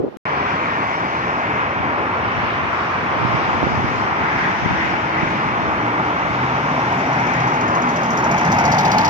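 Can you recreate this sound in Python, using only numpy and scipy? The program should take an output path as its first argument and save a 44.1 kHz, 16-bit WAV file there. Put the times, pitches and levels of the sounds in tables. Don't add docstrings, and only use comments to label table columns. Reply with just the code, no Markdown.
import sys
import numpy as np
from scipy import signal
from scipy.fft import rfft, irfft, next_fast_len
from scipy.io import wavfile
from scipy.ndimage import uniform_filter1d, map_coordinates

SR = 44100
rng = np.random.default_rng(int(sys.argv[2]) if len(sys.argv) > 2 else 0)


def voltage_ratio(decibels):
    exponent = np.asarray(decibels, float) / 20
    return 10 ** exponent


def generate_wav(signal):
    frames = np.transpose(np.atleast_2d(signal))
    scaled = np.clip(frames, -1, 1) * 32767
    pcm = np.round(scaled).astype(np.int16)
    wavfile.write(sys.argv[1], SR, pcm)


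N = 400869
FRAME = 1024


def unit(x):
    return x / np.sqrt(np.mean(np.abs(x) ** 2) + 1e-20)


def along(points, hz):
    f, v = np.transpose(points)
    return np.interp(np.log(hz + 1), np.log(f + 1), v)


def curves(rows, t):
    s, *cols = np.transpose(rows)
    return [np.interp(t, s, c) for c in cols]


def wobble(rate_hz, channels=1):
    knots = rng.standard_normal((channels, int(N * rate_hz / SR) + 4))
    position = np.arange(N) * rate_hz / SR
    return np.array([map_coordinates(k, [position]) for k in knots])


def coloured(x, points):
    m = next_fast_len(N + 8192)
    hz = np.fft.rfftfreq(m, 1 / SR)
    inside = (hz > points[0][0]) * (hz < points[-1][0])
    gain = voltage_ratio(along(points, hz)) * inside
    return irfft(rfft(x, m) * unit(gain), m)[..., :N]


def thumps(ports, cycles, boost_db):
    out = np.zeros((2, N + 1600))
    t = np.arange(-800, 800) / SR
    for port, rows in enumerate(ports):
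        for (s, db, hz), turn in zip(rows, rng.random(len(rows))):
            swing = np.exp(-(t * hz / cycles) ** 2) * np.cos(2 * np.pi * (hz * t + turn))
            out[port, round(s * SR):][:len(t)] += voltage_ratio(db + boost_db) * swing
    return out[:, 800:N + 800]


# t/s, left level/dB, right level/dB
CAR_PARK_GUST = [(0, -22.5, -21), (.08, -22, -26), (.1, -47, -33), (.17, -39.5, -36)]
# f/Hz, level/dB
CAR_PARK_GUST_COLOUR = [(40, -19), (150, -9), (330, -2), (480, -7.5), (700, -14.5), (1100, -23.5),
                        (1700, -39), (2500, -64)]
# f/Hz, density/(dB per Hz)
CAR_PARK_FLOOR_COLOUR = [(200, -7), (800, -4.5), (1320, -8), (1700, -10), (2900, -18), (5500, -31),
                         (8200, -45), (15700, -43.5)]
# t/s, level/dB, f/Hz
CAR_PARK_THUMPS = [
    [(.0002, -9.5, 418), (.012, -11, 420), (.037, -9, 380), (.048, -7, 423), (.08, -14, 380),
     (.1695, -23, 254)],
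    [(.004, -8, 397), (.041, -4.5, 394), (.049, -11, 435), (.064, -11, 360), (.083, -21, 320),
     (.12, -25, 350), (.127, -23, 700), (.144, -24, 750)],
]


def car_park():
    lumps = unit(voltage_ratio(2.1 * wobble(80, channels=2)))
    gust = coloured(lumps * rng.standard_normal((2, N)), CAR_PARK_GUST_COLOUR)
    level = voltage_ratio(np.array(curves(CAR_PARK_GUST, np.arange(N) / SR)))
    floor = voltage_ratio(-45) * coloured(rng.standard_normal((2, N)), CAR_PARK_FLOOR_COLOUR)
    return level * gust + thumps(CAR_PARK_THUMPS, cycles=0.76, boost_db=-0.5) + floor


# t/s, half length/s, level/dB
WIND_GUSTS = [
    [(.9, .1, -37), (1.88, 0.089, -31.5), (2.35, 0.17, -32), (2.65, 0.15, -32), (3.1, 0.14, -34),
     (3.8, 0.29, -24.5), (4.3, 0.14, -32), (4.7, .1, -23.5), (5.6, 0.21, -27), (8.1, .1, -38),
     (9.05, .1, -43)],
    [(1.1, .1, -43), (1.8, 0.18, -34.5), (3.28, .13, -20), (3.68, 0.16, -18.5), (4.1, .12, -32),
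     (4.7, 0.24, -25.5), (5.28, .12, -29.5), (6.3, 0.11, -32), (8.35, 0.1, -52), (8.7, .1, -44)],
]
# f/Hz, level/dB
BUFFET_COLOUR = [(30, -31.5), (60, -10), (110, 1.5), (220, -7), (400, -11), (800, -25.5), (1600, -52.5)]
# t/s, level/dB, f/Hz
WIND_THUMPS = [
    [(1.804, -9.5, 170), (2.379, -11, 170), (2.436, -10, 169), (4.221, -13, 170), (4.661, -2.5, 170),
     (4.71, -7, 170), (5.687, -18, 170)],
    [(2.005, -12.5, 172), (3.251, -3, 170), (3.349, -6, 170), (3.488, -8, 170), (3.63, 1, 400),
     (3.639, -3, 170), (3.67, -3, 300), (3.72, -10, 170), (3.845, -5, 170), (5.232, -3, 170),
     (6.31, -12, 170)],
]


def wind():
    t = np.arange(N) / SR
    calm = voltage_ratio(-46.5)
    level = [calm + sum(voltage_ratio(db - 2.5) * np.exp(-((t - s) / span_s) ** 2) for s, span_s, db in port)
             for port in WIND_GUSTS]
    lumps = unit(voltage_ratio(3.2 * wobble(30, channels=2)))
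    buffet = coloured(lumps * rng.standard_normal((2, N)), BUFFET_COLOUR)
    return level * buffet + thumps(WIND_THUMPS, cycles=0.34, boost_db=-1)


# start t/s, end t/s, start f/Hz, end f/Hz, level/dB
VEHICLE_TONES = [(3.13, 3.6, 341, 336.6, -43), (4.199, 6.793, 336.1, 284.5, -34),
                 (5.8, 7.8, 180.7, 110, -34), (6.3, 9.3, 260.8, 220, -35), (6.2, 8.1, 129, 127.4, -31.5),
                 (5.4, 6.6, 117, 119.3, -38), (6.8, 9.393, 150, 199, -34), (8.199, 8.2, 229, 222, -30),
                 (7.91, 9.3, 130, 150, -33.5), (8.3, 19, 61, 32, -39)]


def hums():
    t = np.arange(N) / SR
    out = np.zeros(N)
    for start_s, end_s, from_hz, to_hz, db in VEHICLE_TONES:
        u = np.clip((t - start_s) / (end_s - start_s), 0, 1)
        pitch, level = wobble(8, channels=2)
        hz = (from_hz + (to_hz - from_hz) * u) * (1 + .017 * pitch)
        phase = 2 * np.pi * np.cumsum(hz) / SR
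        swell = np.sqrt(np.sin(np.pi * u).clip(0))
        out += voltage_ratio(db + 2 + 3.2 * level) * swell * np.sin(phase)
    return np.array([np.roll(out, 8), out])


# t/s, turns made
WHEEL_TURNS = [(6.9258, 0), (7.5419, 9), (7.8916, 14), (8.1061, 17), (8.383, 21), (8.5875, 24), (8.786, 27),
               (9.0504, 31)]
# t/s, level/dB
RASP_LEVEL = [(6.93, -39), (7.7, -32), (8.22, -27), (8.45, -26.5), (8.52, -22.5), (8.65, -24),
              (8.78, -18.5), (8.88, -21), (9.02, -17)]
# delay/s, level/dB
RASP_ECHOES = [(0, 0.5), (.013, -10.5), (.026, -8.5), (.05, -12.5)]
# f/Hz, level/dB
BODY_COMING = [(2800, -23.5), (4200, -9), (4800, -5), (5400, -1.5), (6300, 2.5), (6800, -5.5),
               (7400, -18.5), (8200, -30)]
# f/Hz, level/dB
BODY_BESIDE = [(2400, -7), (3600, -5), (4250, -2), (4700, -0.5), (5600, -4), (6250, -5), (7400, -24),
               (8200, -32)]
# f/Hz, level/dB
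TOP_COMING = [(7500, -11), (9000, -7.5), (10700, -7.5), (12000, -6.5), (13000, 0.5), (14000, -2.5),
              (15000, -7.5), (15700, -7.5)]
# f/Hz, level/dB
TOP_BESIDE = [(7500, -10), (9200, -8.5), (10700, -6), (12000, -9.5), (13000, -4.5), (14000, 3.5),
              (15000, -2), (15700, -5)]


def wheel():
    beat_db, beat_lead_turns, top_db = 0.5, .25, -26.5
    alongside_s, turnover_s = 8.67, 0.11
    direct = .8
    body, top = np.zeros(N + SR), np.zeros(N + SR)
    t = np.arange(SR // 20) / SR
    shape = (1 - np.exp(-(t / 0.0042) ** 2)) * np.exp(-(t / 0.014) ** 2)

    marks_s, made = np.transpose(WHEEL_TURNS)
    turn = np.arange(made[-1] + 1)
    times_s = np.interp(turn, made, marks_s)
    levels_db, = curves(RASP_LEVEL, times_s)
    levels_db += beat_db * np.cos(2 * np.pi * (turn + beat_lead_turns) / 3)
    lucks = rng.standard_normal((len(turn), len(RASP_ECHOES)))
    for s, db, luck in zip(times_s, levels_db, lucks):
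        for (late_s, echo_db), chance in zip(RASP_ECHOES, luck):
            stray = chance * (late_s > 0)
            at = round((s + late_s + .0015 * stray) * SR) - 240
            body[at:at + len(t)] += voltage_ratio(db + echo_db - 3.5 + 2 * stray) * shape
            top[at:at + len(t)] += voltage_ratio(db + top_db + 1.2 * luck[0] + echo_db + 2.0) * shape

    grit = unit(voltage_ratio(2.2 * wobble(700)[0]))
    noise = rng.standard_normal((3, N))
    common = np.array([np.roll(noise[0], 17), noise[0]])
    pair = np.sqrt(direct) * common + np.sqrt(1 - direct) * noise[1:]
    beside = (1 + np.tanh((np.arange(N) / SR - alongside_s) / turnover_s)) / 2
    rasp = np.zeros((2, N))
    for part, coming, here in [(body, BODY_COMING, BODY_BESIDE), (top, TOP_COMING, TOP_BESIDE)]:
        for share, colour in [(1 - beside, coming), (beside, here)]:
            rasp += coloured(pair * grit * part[:N] * np.sqrt(share), colour)
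    return rasp * voltage_ratio([[1.5], [-1.5]])


def passing(t, s, span_s):
    return 1 / (1 + ((t - s) / span_s) ** 2)


def rush(hz, colour, level_db, lag_ms, direct, patchy_db):
    z = signal.stft(rng.standard_normal((3, N)), nperseg=FRAME)[2]
    field = rng.standard_normal(z.shape[1:])
    field = uniform_filter1d(uniform_filter1d(field, 10, 0), 6, 1)
    gain = colour / np.sqrt(np.mean(colour ** 2, axis=0)) * voltage_ratio(level_db + patchy_db * unit(field))
    delay = np.exp(-1j * np.pi * hz * lag_ms / 1000)
    share = np.clip(direct, 0, 1)
    return gain * (np.sqrt(share) * z[0] * [delay, delay.conj()] + np.sqrt(1 - share) * z[1:])


# t/s, nearness/(0-1)
NEARNESS = [(.26, 0), (3, 0.05), (4.5, 0.63), (6.4, 0.47), (7, 0.74), (7.8, 0.5), (8.15, 0.64), (8.6, 0.91),
            (9.09, 0.88)]
# f/Hz, density/(dB per Hz)
FAR_COLOUR = [(45, -17), (70, -1), (115, -2), (300, -2), (520, -8), (1050, -1), (1600, -6), (2300, -9.5),
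              (3000, -20.5), (4100, -31), (5600, -31), (6600, -40.5), (7600, -49.5), (8800, -63.5)]
# f/Hz, density/(dB per Hz)
MIDWAY_COLOUR = [(70, -5.5), (115, -5), (300, -2), (510, -8.5), (640, -5), (900, -1), (1300, -2),
                 (1700, -7), (2200, -9), (3000, -20.5), (4100, -30), (5800, -29.5), (7000, -40.5),
                 (8600, -57)]
# f/Hz, density/(dB per Hz)
NEAR_COLOUR = [(70, -11.5), (120, -3.5), (230, -1.5), (310, -11), (500, -14), (720, -2.5), (860, 4.5),
               (1080, -10.5), (2200, -10.5), (3000, -24.5), (4000, -31.5), (5500, -20.5), (7000, -32.5),
               (8600, -50)]
# f/Hz, density/(dB per Hz)
SIZZLE_COLOUR = [(8800, -6.5), (10000, -3.5), (11500, -2.5), (13000, 1), (14200, 2), (14800, -0.5),
                 (15700, -6.5)]
BED_LEVEL_DB = [-29.5, -22.5, -25.5, -47.5, -76.5]
HEAVY_OVER_BED_DB = [2.5, 4.5, -0.5, 2.5, 12]
NEARNESS_GAIN_DB = [2.68, 0.1, 0.1, 0.1, 7]
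# closest t/s, lane distance over speed/s, level over bed/dB, tyre colour/(octaves above 1 kHz)
PASSING_CARS = [(.5, 0.18, 2.5, 2.5), (1.029, 0.39, 6, 3.16), (1.58, .1, -3.5, 1), (2.02, .12, -2.5, -1),
                (2.46, 0.18, 3, 2), (2.78, .12, -3, 0.5), (2.82, .2, 5, 3), (3.34, 0.26, 4.5, 2.5),
                (3.3, 0.26, -2, -0.7), (3.62, 0.27, 2.5, 2.7), (3.93, 0.16, 5, 3), (4.5, 0.38, 3, 2.2),
                (4.85, 0.22, 3, 2.1), (5.2, .12, 0, -3.2), (5.32, 0.21, 2.5, 2.1), (6.4, .15, -7, 0.5),
                (6.45, 0.42, 3, 2.5), (6.86, 0.17, 0.5, 2.5), (7.05, 0.27, -4, -0.8), (7.2, 0.36, 9.5, 8),
                (7.33, 0.1, -4.5, 2), (7.4, 0.28, 2.5, 2.5), (7.4, .08, 3, -3), (7.74, 0.085, -1, 0),
                (7.96, 0.25, 5.5, 3), (8.18, .12, 0.5, -1.4), (8.4, 0.09, -3.5, 2), (8.5, .2, 3, -3.5),
                (8.62, .12, 2, -0.4)]
# t/s, length/s, f/Hz, rise/(Hz per s), level over tread/dB
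TYRE_SWISHES = [(4.38, 0.15, 1810, 0, 6), (4.823, 0.059, 1910, -2, 4.5), (5.17, 0.06, 2070, 3005, 4.5),
                (7.4, 0.21, 1930, 1002, 3)]
# t/s, left lag/(share of usual), direct sound/(share of usual), left-right/dB
PHONE_FACING = [(.26, 1.26, 0.78, 0.3), (1.15, 1.2, 1.43, 0.4), (2, 0.99, 0.95, -0.3),
                (2.8, 0.79, 0.47, -1.3), (3.8, 1.1, 0.92, 0.9), (4.25, 0.98, 0.62, -.6),
                (4.8, 1.07, .6, 0.6), (5.4, 1.14, 0.95, 0), (6, 1.01, 1.05, -0.5), (7.2, 0.95, 0.97, 1),
                (7.7, 1.21, 1.09, 0.9), (8.2, 0.91, 1.05, -1.2), (8.7, 0.84, 1.12, 0.2),
                (9.09, 0.84, 1.04, .1)]
USUAL_LAG_MS = [.2, 0.24, 0.33, 0.442, .44]
USUAL_DIRECT = [0.99, 0.88, 0.51, 0.1, .16]
# f/Hz, left-right/dB
PORT_LEAN = [(60, 0), (180, -0.5), (550, 0.5), (1650, 1.5), (4970, 2.5), (15000, 3)]


def traffic():
    hop = FRAME // 2
    hz = np.fft.rfftfreq(FRAME, 1 / SR)[:, None]
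    t = np.arange(-(-N // hop) + 1) * hop / SR
    lag, direct, pan_db = curves(PHONE_FACING, t)
    near, = curves(NEARNESS, t)
    far, close = np.clip(1 - 2 * near, 0, 1), np.clip(2 * near - 1, 0, 1)

    heavy = passing(t, 9.17, span_s=0.79)
    octave = np.log2((hz + 1) / 1000)
    cars = sum(voltage_ratio(2 * db) * passing(t, s, span_s) ** 2 * np.exp(-(octave - tone) ** 2)
               for s, span_s, db, tone in PASSING_CARS)
    rumble_db, roar_db, tread_db, hiss_db, sizzle_db = [
        bed + gain * near + 10 * np.log10(1 + cars + voltage_ratio(2 * db) * heavy)
        for bed, gain, db in zip(BED_LEVEL_DB, NEARNESS_GAIN_DB, HEAVY_OVER_BED_DB)]
    swish_db = sum(db * np.exp(-((t - s) / span_s) ** 2 - ((hz - centre_hz - rise * (t - s)) / 450) ** 2)
                   for s, span_s, centre_hz, rise, db in TYRE_SWISHES)

    midway_db = (1 - far - close) * along(MIDWAY_COLOUR, hz)
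    colour = voltage_ratio(far * along(FAR_COLOUR, hz) + midway_db + close * along(NEAR_COLOUR, hz))

    def band(low_hz, high_hz):
        slopes = np.sqrt((1 + (low_hz / (hz + 1)) ** 10) * (1 + (hz / high_hz) ** 10))
        return colour / slopes * (hz < 9000)

    sizzle = voltage_ratio(along(SIZZLE_COLOUR, hz)) * (hz > 8600) * (hz < 15750)
    ms, share = np.outer(USUAL_LAG_MS, lag), np.outer(USUAL_DIRECT, direct)
    hiss_share = USUAL_DIRECT[3] + 0.17 * heavy
    sizzle_share = USUAL_DIRECT[4] + .15 * heavy
    z = rush(hz, band(50, 450), rumble_db, ms[0], USUAL_DIRECT[0], patchy_db=1)
    z += rush(hz, band(447, 1320), roar_db, ms[1], share[1], patchy_db=0.72)
    z += rush(hz, band(1288, 3840), tread_db + swish_db, ms[2], share[2], patchy_db=0.75)
    z += rush(hz, band(3400, 12000), hiss_db, USUAL_LAG_MS[3], hiss_share, patchy_db=2.0)
    z += rush(hz, sizzle, sizzle_db, USUAL_LAG_MS[4], sizzle_share, patchy_db=2.2)

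    lean_db = (along(PORT_LEAN, hz) + pan_db * hz / (hz + 300)) / 2
    sound = signal.istft(z * voltage_ratio([lean_db, -lean_db]), nperseg=FRAME)[1][:, :N]
    return sound * voltage_ratio(0.34 * wobble(3.1) + 0.11 * wobble(12))


def scene():
    cut_s, start_s = .1705, .2538
    t = np.arange(N) / SR
    road = wind() + hums() + wheel() + traffic()
    return car_park() * (t < cut_s) + road * (t > start_s)


def roll_off(x):
    return signal.sosfilt(signal.butter(12, 15750, fs=SR, output="sos"), x)


def record(dry):
    low_cut = signal.butter(3, 59, "highpass", fs=SR, output="sos")
    sounding = np.abs(dry) > 0
    mix = signal.sosfilt(low_cut, dry) * sounding
    return roll_off(mix)


dry = scene()
out = record(dry)
generate_wav(out)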